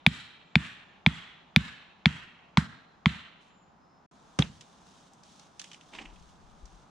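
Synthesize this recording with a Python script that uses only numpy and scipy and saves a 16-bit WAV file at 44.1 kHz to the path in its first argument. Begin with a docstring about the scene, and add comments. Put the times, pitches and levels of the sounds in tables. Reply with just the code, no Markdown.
"""A wooden stake takes seven blows into a forest floor: damped modes crack, soil modes thump and
decaying noise scatters back from the trunks, with an earlier blow's echo still fading at the start.
After a moment of silence a long pole is jabbed into the ground and bent over, with noise bursts for
crunch and snaps, while boots shift and grainy noise rustles as dry leaves.
Distant air in coloured noise and a few thin, wavering sine bird whistles lie behind."""
import sys
import numpy as np
from scipy import signal
from scipy.fft import rfft, irfft, next_fast_len
from scipy.io import wavfile
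from scipy.ndimage import uniform_filter1d

SR = 44100
rng = np.random.default_rng(int(sys.argv[2]) if len(sys.argv) > 2 else 0)


def transcribe(signal):
    """Save signal, clipped to [-1, 1], as a 16-bit WAV file at the path in sys.argv[1]."""
    frames = np.atleast_2d(signal).T
    limited = np.clip(frames, -1, 1)
    pcm = np.round(limited * 32767).astype(np.int16)
    wavfile.write(sys.argv[1], SR, pcm)


N = 304274
T = np.arange(N) / SR
AGE = T[:SR // 4]  # time since a short sound began, in seconds
ECHO_AGE = T[:SR]  # the same for longer sounds

# All levels inside a layer are relative, before that layer's mix level and panning.
# distant air: (frequency [Hz], level [dB])
AIR_COLOUR = [(25, -17), (70, -5.5), (115, -8.5), (165, 3), (300, -5.5), (520, -10.5), (820, -4.5),
              (1350, -10), (2000, -21), (3300, -26.5), (5000, -28.5), (7000, -33.5), (8200, -46.5),
              (14000, -59)]
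AIR_BEFORE_DB, AIR_AFTER_DB = -62, -60  # before and after the silence ends
# moment of silence: (start [s], end [s])
SILENCE = (4.062, 4.112)

# scatter from the trunks: (frequency [Hz], level [dB], 60 dB decay time [s])
TRUNK_ECHO = [(250, -20.5, .7), (548, -19.5, .8), (889.6, -7, .75), (1593, 0.5, .85), (2600, -1, 1),
              (4000, -1, .92), (5200, -7, .62), (6600, -10, .52), (7600, -6.5, .45), (8430, -18.5, .44),
              (10500, -19, .44), (12000, -39, .44)]
ECHO_DB, EARLIER_BLOW_S = -44.5, 0.39  # the earlier blow fell this long before the start

# blows on the stake: (time [s], crack level [dB], pitch factor [1],
# knock frequency before slight lowering [Hz], knock level [dB], rasp level [dB], thump level [dB],
# early echo boost [dB], echo edge [Hz], echo tilt [dB per octave], echo hold [s])
BLOWS = [(0.064, -1.5, 1.033, 796, -13.5, -22, -17, 0.5, 4200, 1.3, 0.12),
         (0.555, -3.5, 1.02, 817, -14, -16.5, -15.7, 3.5, 3850, 0, .12),
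         (1.0627, -3.5, 1.0, 845, -13, -25, -15.5, 5, 3897, -0.6, .12),
         (1.5613, -2, 1.024, 830, -17, -17, -15, 4.5, 4100, -0.25, .12),
         (2.057, -3.5, 0.99, 772, -15, -16.5, -15.5, 11, 3460, -1.1, 0.1),
         (2.572, -12, 0.95, 1030, 0, -7, -13.7, 21, 2100, -1, .035),
         (3.058, -7.5, .95, 1090, -7.5, -22, -15.5, 13.5, 4300, -1.4, 0.093)]
# stake damped by hand and soil: (frequency before pitch factor [Hz], level [dB], swell time [ms])
STAKE_MODES = [(1670, -14.5, 1.3), (2300, -2, 1.15), (3473, -5.5, 0.96), (4600, -18, 0.68),
               (5600, -26, 0.59), (8500, -36, .5)]
KNOCK_SWELL_MS = 1.4  # the hollow knock peaks this late
# crushed fibres at the stake's head: (frequency [Hz], level [dB])
RASP_COLOUR = [(200, -6), (380, 0), (560, -10), (1400, 2), (2500, -1), (4300, 0.5), (5500, -8.5),
               (8000, -21), (11000, -32.5), (15000, -50)]
# the stake's brief buzz with the crack: (frequency [Hz], level [dB])
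BUZZ_COLOUR = [(500, -28), (850, -4), (1150, -12), (1550, -1.5), (2400, 1), (4200, -1), (5200, -9.5),
               (8000, -20.5), (14000, -42)]
BUZZ_DB = -31.5  # under the crack level
# springy soil: (frequency [Hz], level [dB], swell time [ms], steepness [1])
SOIL_MODES = [(177, 2, 9.3, 6), (71.03, -18, 15, 1.4), (87.04, -26.5, 11, 2), (162, -16, 16, 1.8),
              (248.4, -14.5, 7.1, 2), (300, -17, 4.5, 2.6)]
# thump and weaker repeats: (delay after the soil lag [s], level [dB])
THROBS = [(0, 3), (0.0414, -19.5), (0.062, -32), (0.092, -30.5)]
SOIL_LAG_S = 0.0021

# bird whistles: (time [s], length [s], start frequency [Hz], end frequency [Hz], level [dB])
BIRD_WHISTLES = [(0.385, 0.26, 7700, 6950, -85), (0.822, 0.13, 7180, 7040, -86),
                 (2.83, 0.14, 4130, 4080, -74), (3.465, 0.27, 7220, 7050, -76),
                 (3.799, 0.26, 5170, 5200, -78)]

# dry leaves: (frequency [Hz], level [dB])
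LEAF_COLOUR = [(1200, -22), (2300, -7), (3500, 1), (4600, -4.5), (6200, -1.5), (8000, -9.5), (10000, -15),
               (12000, -34), (15000, -32)]
# movements that stir leaves and clothing: (time [s], length [s], level [dB])
STIRS = [(3.392, 0.088, -73.5), (4.45, 0.44, -68), (4.87, .21, -66), (5.219, 0.24, -65), (5.597, 0.15, -62)]
STIR_ATTACK_S, STIR_RELEASE_S = 0.029, 0.024
FIDGET_DB = -69.5  # middle level of the faint rustle while the pole is handled

# the pole's shaft: (frequency [Hz], level [dB], swell time [ms])
SHAFT_MODES = [(275, -8, 11), (441, -14, 6), (1570, -16, 2.5)]
# litter under the pole's point: (frequency [Hz], level [dB])
CRUNCH_COLOUR = [(150, 0), (330, 8.5), (500, -1), (800, -3.5), (1550, -1.5), (2100, -7), (3200, -2),
                 (4200, -12.5), (6000, -9.5), (8000, -22.5), (10000, -24), (15000, -64)]
# the pole's clacking wood: (frequency [Hz], level [dB], swell time [ms])
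POLE_MODES = [(2450, -13, 1.8), (3330, -1, 1.7), (3800, -5.5, 1.6), (900, -14, 1.5)]
# the pole rammed home; its soil thump plays at the pitch factor
JAB_S, JAB_THUMP_DB, JAB_CRUNCH_DB, JAB_ECHO_DB, JAB_PITCH = 4.3885, -16.5, -19.5, -49.5, .9
CLACK_S, CLACK_DB = 4.422, -17  # it clacks as it rebounds

# creaking wood and snapping twigs: (time [s], level [dB], centre [Hz], hiss level [dB])
SNAPS = [(4.4219, -33.5, 2500, -15), (4.6089, -48, 3260, -.5), (5.1338, -62, 7010, -11),
         (5.234, -63, 4520, 8), (5.3947, -57, 4000, 5), (5.5944, -44, 2990, 6.5), (5.615, -48, 3110, 2.5),
         (5.6408, -45, 2830, -2), (5.7145, -45, 2700, -7), (5.731, -49, 3030, -0.5),
         (5.7435, -50, 2600, -3), (5.81, -54.5, 2950, -4.5), (5.935, -46, 2600, -11),
         (5.95, -44.5, 2950, -14), (5.961, -50, 2600, -5), (5.9867, -37.5, 2470, -30),
         (6.0544, -45, 2650, -17), (6.159, -57, 2800, -10), (6.6545, -59, 5486, 5.5)]
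# leaves shaken by a snap: (frequency [Hz], level [dB])
SNAP_HISS_COLOUR = [(500, -7), (1500, 1), (3000, -0.5), (6200, 7.5), (9500, -6.5), (12000, -31.5),
                    (15000, -28)]
SNAP_SWELL_MS = 1.53

# litter crushed by a boot: (frequency [Hz], level [dB])
LITTER_COLOUR = [(100, -20), (270, 8), (480, -8), (950, 3), (1300, -9), (2800, -6), (4200, -14),
                 (8000, -21), (12000, -54)]
STEP_S, STEP_LENGTH_S, STEP_DB, STEP_ATTACK_S, STEP_RELEASE_S = 5.915, .1, -49.5, .032, .055
# low rumble while the man shifts his weight: (frequency [Hz], level [dB])
RUMBLE_COLOUR = [(15, -5), (35, -4), (60, -6.5), (100, -12), (200, -14.5), (500, -68)]
RUMBLE_S, RUMBLE_LENGTH_S, RUMBLE_DB = 5.92, 0.916, -60.5
# soft, deep bumps in the rumble: (time [s], level [dB], frequency [Hz], swell time [ms])
BUMPS = [(6.054, -49, 40, 34), (6.628, -40.5, 45, 11.4), (6.725, -51.5, 42, 23)]

CLIP_LEVEL, TOP_HZ = .86, 16400


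def undb(db):
    """Decibels to gain."""
    return 10 ** (np.asarray(db) / 20)


def unit(x):
    """Scale to rms 1."""
    return x / np.sqrt(np.mean(x ** 2))


def add(out, s, x):
    """Mix a sound in at time s."""
    i = int(s * SR)
    out[:, i:i + x.shape[-1]] += x[..., :N - i]


def on_log(hz, points):
    """Read (Hz, value) points on a log-frequency axis."""
    f, value = np.transpose(points)
    return np.interp(np.log(hz + 1), np.log(f), value)


def colour(x, points):
    """Weight a sound's spectrum by (Hz, dB) points, at rms 1."""
    size = next_fast_len(x.shape[-1], real=True)
    gain = undb(on_log(np.fft.rfftfreq(size, 1 / SR), points))
    shaped = irfft(rfft(x, size) * gain, size)
    return unit(shaped[..., :x.shape[-1]])


def pan(x, left_db):
    """Lean a sound to the left by a level difference; negative leans right."""
    return x * undb(np.array([[left_db], [-left_db]]) / 2)


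def noise(size, side_db, grain_db=0):
    """Stereo noise; widely scattered sample sizes turn it into grains."""
    grains = undb(grain_db * rng.standard_normal(size))
    mid, side = rng.standard_normal((2, size)) * grains
    return unit(mid + undb(side_db) * np.array([side, -side]))


def walk(rate, size):
    """Smoothed random steps at rms 1, for slow chance."""
    k = int(SR / rate)
    steps = np.repeat(rng.standard_normal(size // k + 1), k)
    return unit(uniform_filter1d(steps, k)[:size])


def swell(ms, steepness):
    """Envelope that builds to 1 in the given time and dies away."""
    u = AGE * 1000 / ms
    return (u * np.exp(1 - u)) ** steepness


def gesture(s, length_s, attack_s, release_s):
    """Envelope of a movement: it builds, holds to the end of its length and dies away."""
    attack = np.clip((T - s) / attack_s, 0, 1)
    return attack * np.exp(-np.maximum(T - s - length_s, 0) / release_s)


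def ring(modes, pitch):
    """Wood rings for a few cycles while it is in contact: sines under short swells."""
    return sum(undb(db) * swell(ms, 2.4) * np.sin(2 * np.pi * hz * pitch * AGE) for hz, db, ms in modes)


def air():
    """A distant, nearly steady wash whose stereo width varies with frequency."""
    mid, side = (colour(rng.standard_normal(N), AIR_COLOUR) for _ in range(2))
    width = [(100, -3.0), (380, -8), (700, 2.5), (4000, -2), (10000, 6.0)]
    side = undb(-4.5) * colour(side, width)
    db = np.where(T < SILENCE[1], AIR_BEFORE_DB, AIR_AFTER_DB)
    return undb(db + 0.44 * walk(5, N)) * (mid + np.array([side, -side]))


def trunks(edge_hz, tilt_db, hold_s=0.14, early_db=3, edge_drop_db=10):
    """Echoes of many trunks hold briefly, then fade at a rate set by each frequency band."""
    hz = np.fft.rfftfreq(SR, 1 / SR)
    table = np.array(TRUNK_ECHO)
    tilt = tilt_db * np.log2((hz + 1) / 2000)
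    # a softer contact sends out less above its edge frequency
    edge_drop = edge_drop_db * (1 - 1 / (1 + (hz / edge_hz) ** 18))
    db = on_log(hz, table[:, :2]) + tilt - edge_drop
    # paths of nearly equal length ripple the spectrum
    db = db + 1.8 * walk(500, len(hz))
    grains = rfft(noise(SR, side_db=-4, grain_db=4))
    scatter = rfft(unit(irfft(grains * undb(db))))
    # half-octave bands around 1330 Hz
    band = np.round(2 * np.log2(np.clip(hz, 700, 7000) / 1330)) / 2
    fading = np.maximum(ECHO_AGE - hold_s, 0)
    out = 0
    for octave in np.unique(band):
        t60 = on_log(1330 * 2 ** octave, table[:, ::2])
        out = out + irfft(scatter * (band == octave)) * np.exp(-np.log(1000) * fading / t60)
    # quick onset with a decaying early boost
    near = undb(early_db * np.exp(-ECHO_AGE / .025)) * (1 - np.exp(-ECHO_AGE / .002))
    return pan(out * near * undb(1.0 * walk(70, SR)), -1.0)


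def crack(pitch, knock_hz, knock_db, rasp_db):
    """Stake modes ring over a knock set by where the head lands; fibres rasp and the wood buzzes."""
    knock = ring([(knock_hz, knock_db, KNOCK_SWELL_MS)], 0.99)
    rasp = colour(noise(len(AGE), side_db=-8), RASP_COLOUR) * swell(1.1, 1.568)
    buzz = colour(noise(len(AGE), side_db=-6), BUZZ_COLOUR) * swell(3.2, 1.3)
    wood = pan(ring(STAKE_MODES, pitch) + knock, 2.3)
    return wood + undb(rasp_db) * rasp + undb(BUZZ_DB) * buzz


def thump():
    """Springy soil answers a little late with weaker throbs, over a low noise tail."""
    wave = sum(undb(db) * swell(ms, steep) * np.sin(2 * np.pi * hz * AGE)
               for hz, db, ms, steep in SOIL_MODES)
    throbs = sum(undb(db) * np.interp(AGE - SOIL_LAG_S - lag, AGE, wave, left=0) for lag, db in THROBS)
    tail_colour = [(30, -25.0), (70, -0.5), (200, 2.5), (280, -4), (330, -17), (600, -35.5),
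                   (2000, -70.5)]
    tail = colour(noise(len(AGE), side_db=-9.5), tail_colour)
    return pan(throbs, -1.1) + undb(-29) * tail * swell(24, 0.41)


def hammering():
    """Each blow cracks, thumps and scatters back; an earlier blow is dying away at the start."""
    out = np.zeros((2, N))
    earlier = trunks(4200, .3, hold_s=0.089)[:, int(EARLIER_BLOW_S * SR):]
    add(out, 0, undb(ECHO_DB) * earlier)
    for (s, crack_db, pitch, knock_hz, knock_db, rasp_db, thump_db,
         early_db, edge_hz, tilt_db, hold_s) in BLOWS:
        add(out, s, undb(crack_db) * crack(pitch, knock_hz, knock_db, rasp_db))
        add(out, s, undb(thump_db) * thump())
        add(out, s, undb(ECHO_DB) * trunks(edge_hz, tilt_db, hold_s, early_db))
    return out


def birds():
    """Thin far-off whistles: gliding sines that waver in pitch and level."""
    out = np.zeros((2, N))
    for s, length, start_hz, end_hz, db in BIRD_WHISTLES:
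        progress = np.clip(ECHO_AGE / length, 0, 1)
        glide = start_hz + (end_hz - start_hz) * progress
        hz = glide * (1 + 0.0094 * walk(500, SR))
        envelope = np.sqrt(4 * progress * (1 - progress)) * undb(db + 2 * walk(71.4, SR))
        add(out, s, envelope * np.sin(2 * np.pi * np.cumsum(hz) / SR))
    return out


def leaves():
    """Grainy noise crackles with each movement, and faintly throughout after the silence."""
    grains = colour(noise(N, side_db=-5.5, grain_db=5), LEAF_COLOUR)
    crackle = grains * undb(1.07 * walk(81, N))
    fidget = undb(FIDGET_DB + 2.3 * walk(8.5, N)) * (T > SILENCE[1])
    stirs = [undb(db) * gesture(s, length, STIR_ATTACK_S, STIR_RELEASE_S) for s, length, db in STIRS]
    # levels add as powers
    level = np.sqrt(fidget ** 2 + np.sum(np.square(stirs), axis=0))
    return pan(crackle * level, -0.75)


def pole():
    """The point crunches litter and thumps soil while the shaft sounds low; then the wood clacks."""
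    out = np.zeros((2, N))
    # slower playback deepens the thump
    deep = np.array([np.interp(AGE * JAB_PITCH, AGE, side) for side in thump()])
    crunch = pan(colour(noise(len(AGE), side_db=-5), CRUNCH_COLOUR), -.8)
    crunch_envelope = swell(1.85, 1.35) + undb(-16.5) * swell(11.4, 0.55)
    add(out, JAB_S - .0015, undb(JAB_THUMP_DB) * (deep + ring(SHAFT_MODES, 1)))
    add(out, JAB_S, undb(JAB_CRUNCH_DB) * crunch * crunch_envelope)
    add(out, JAB_S, undb(JAB_ECHO_DB) * trunks(8300, .5) * np.exp(-ECHO_AGE / 0.094))
    add(out, CLACK_S, undb(CLACK_DB) * pan(ring(POLE_MODES, 1), -1.5))
    return out


def snaps():
    """Each snap bursts in a broad woody band and hisses in the leaves, with a weak slower tail."""
    out = np.zeros((2, N))
    envelope = swell(SNAP_SWELL_MS, 0.63) + undb(-17) * swell(13.0, 0.81)
    for s, db, hz, hiss_db in SNAPS:
        woody = [(hz / 8, -22), (hz / 2, -15), (hz / 1.1, -3), (hz * 1.13, 0), (hz * 1.53, -19),
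                 (hz * 4, -50)]
        body = colour(noise(len(AGE), side_db=-11, grain_db=4), woody)
        hiss = colour(noise(len(AGE), side_db=-1.5, grain_db=8.5), SNAP_HISS_COLOUR)
        add(out, s, undb(db) * (body + undb(hiss_db) * hiss) * envelope)
    return pan(out, -2.0)


def boots():
    """A boot crushes litter as grainy noise; the shifting weight rumbles, with a few deep bumps."""
    grains = colour(noise(N, side_db=-11.5, grain_db=3), LITTER_COLOUR)
    crush = grains * undb(2.0 * walk(110, N))
    step = undb(STEP_DB) * crush * gesture(STEP_S, STEP_LENGTH_S, STEP_ATTACK_S, STEP_RELEASE_S)
    rumble = colour(noise(N, side_db=-2), RUMBLE_COLOUR) * undb(RUMBLE_DB + 3.4 * walk(14, N))
    low = rumble * gesture(RUMBLE_S, RUMBLE_LENGTH_S, attack_s=.04, release_s=0.029)
    for s, db, hz, ms in BUMPS:
        add(low, s, undb(db) * swell(ms, 1.4) * np.sin(2 * np.pi * hz * AGE))
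    return pan(step, -1.0) + pan(low, 6.5)


def scene():
    """Everything in the clearing."""
    return air() + hammering() + birds() + leaves() + pole() + snaps() + boots()


def record(dry):
    """The sound drops out for a moment, peaks overload at a hard ceiling and the top is cut."""
    live = 1. * ((T < SILENCE[0]) | (T > SILENCE[1]))
    # about 2 ms of smoothing softens the edges of the silence
    live = uniform_filter1d(live, size=100)
    squashed = np.clip(dry * live, -CLIP_LEVEL, CLIP_LEVEL)
    top_cut = signal.ellip(8, .2, 70, TOP_HZ, fs=SR, output="sos")
    return signal.sosfilt(top_cut, squashed)


dry = scene()
out = record(dry)
transcribe(out)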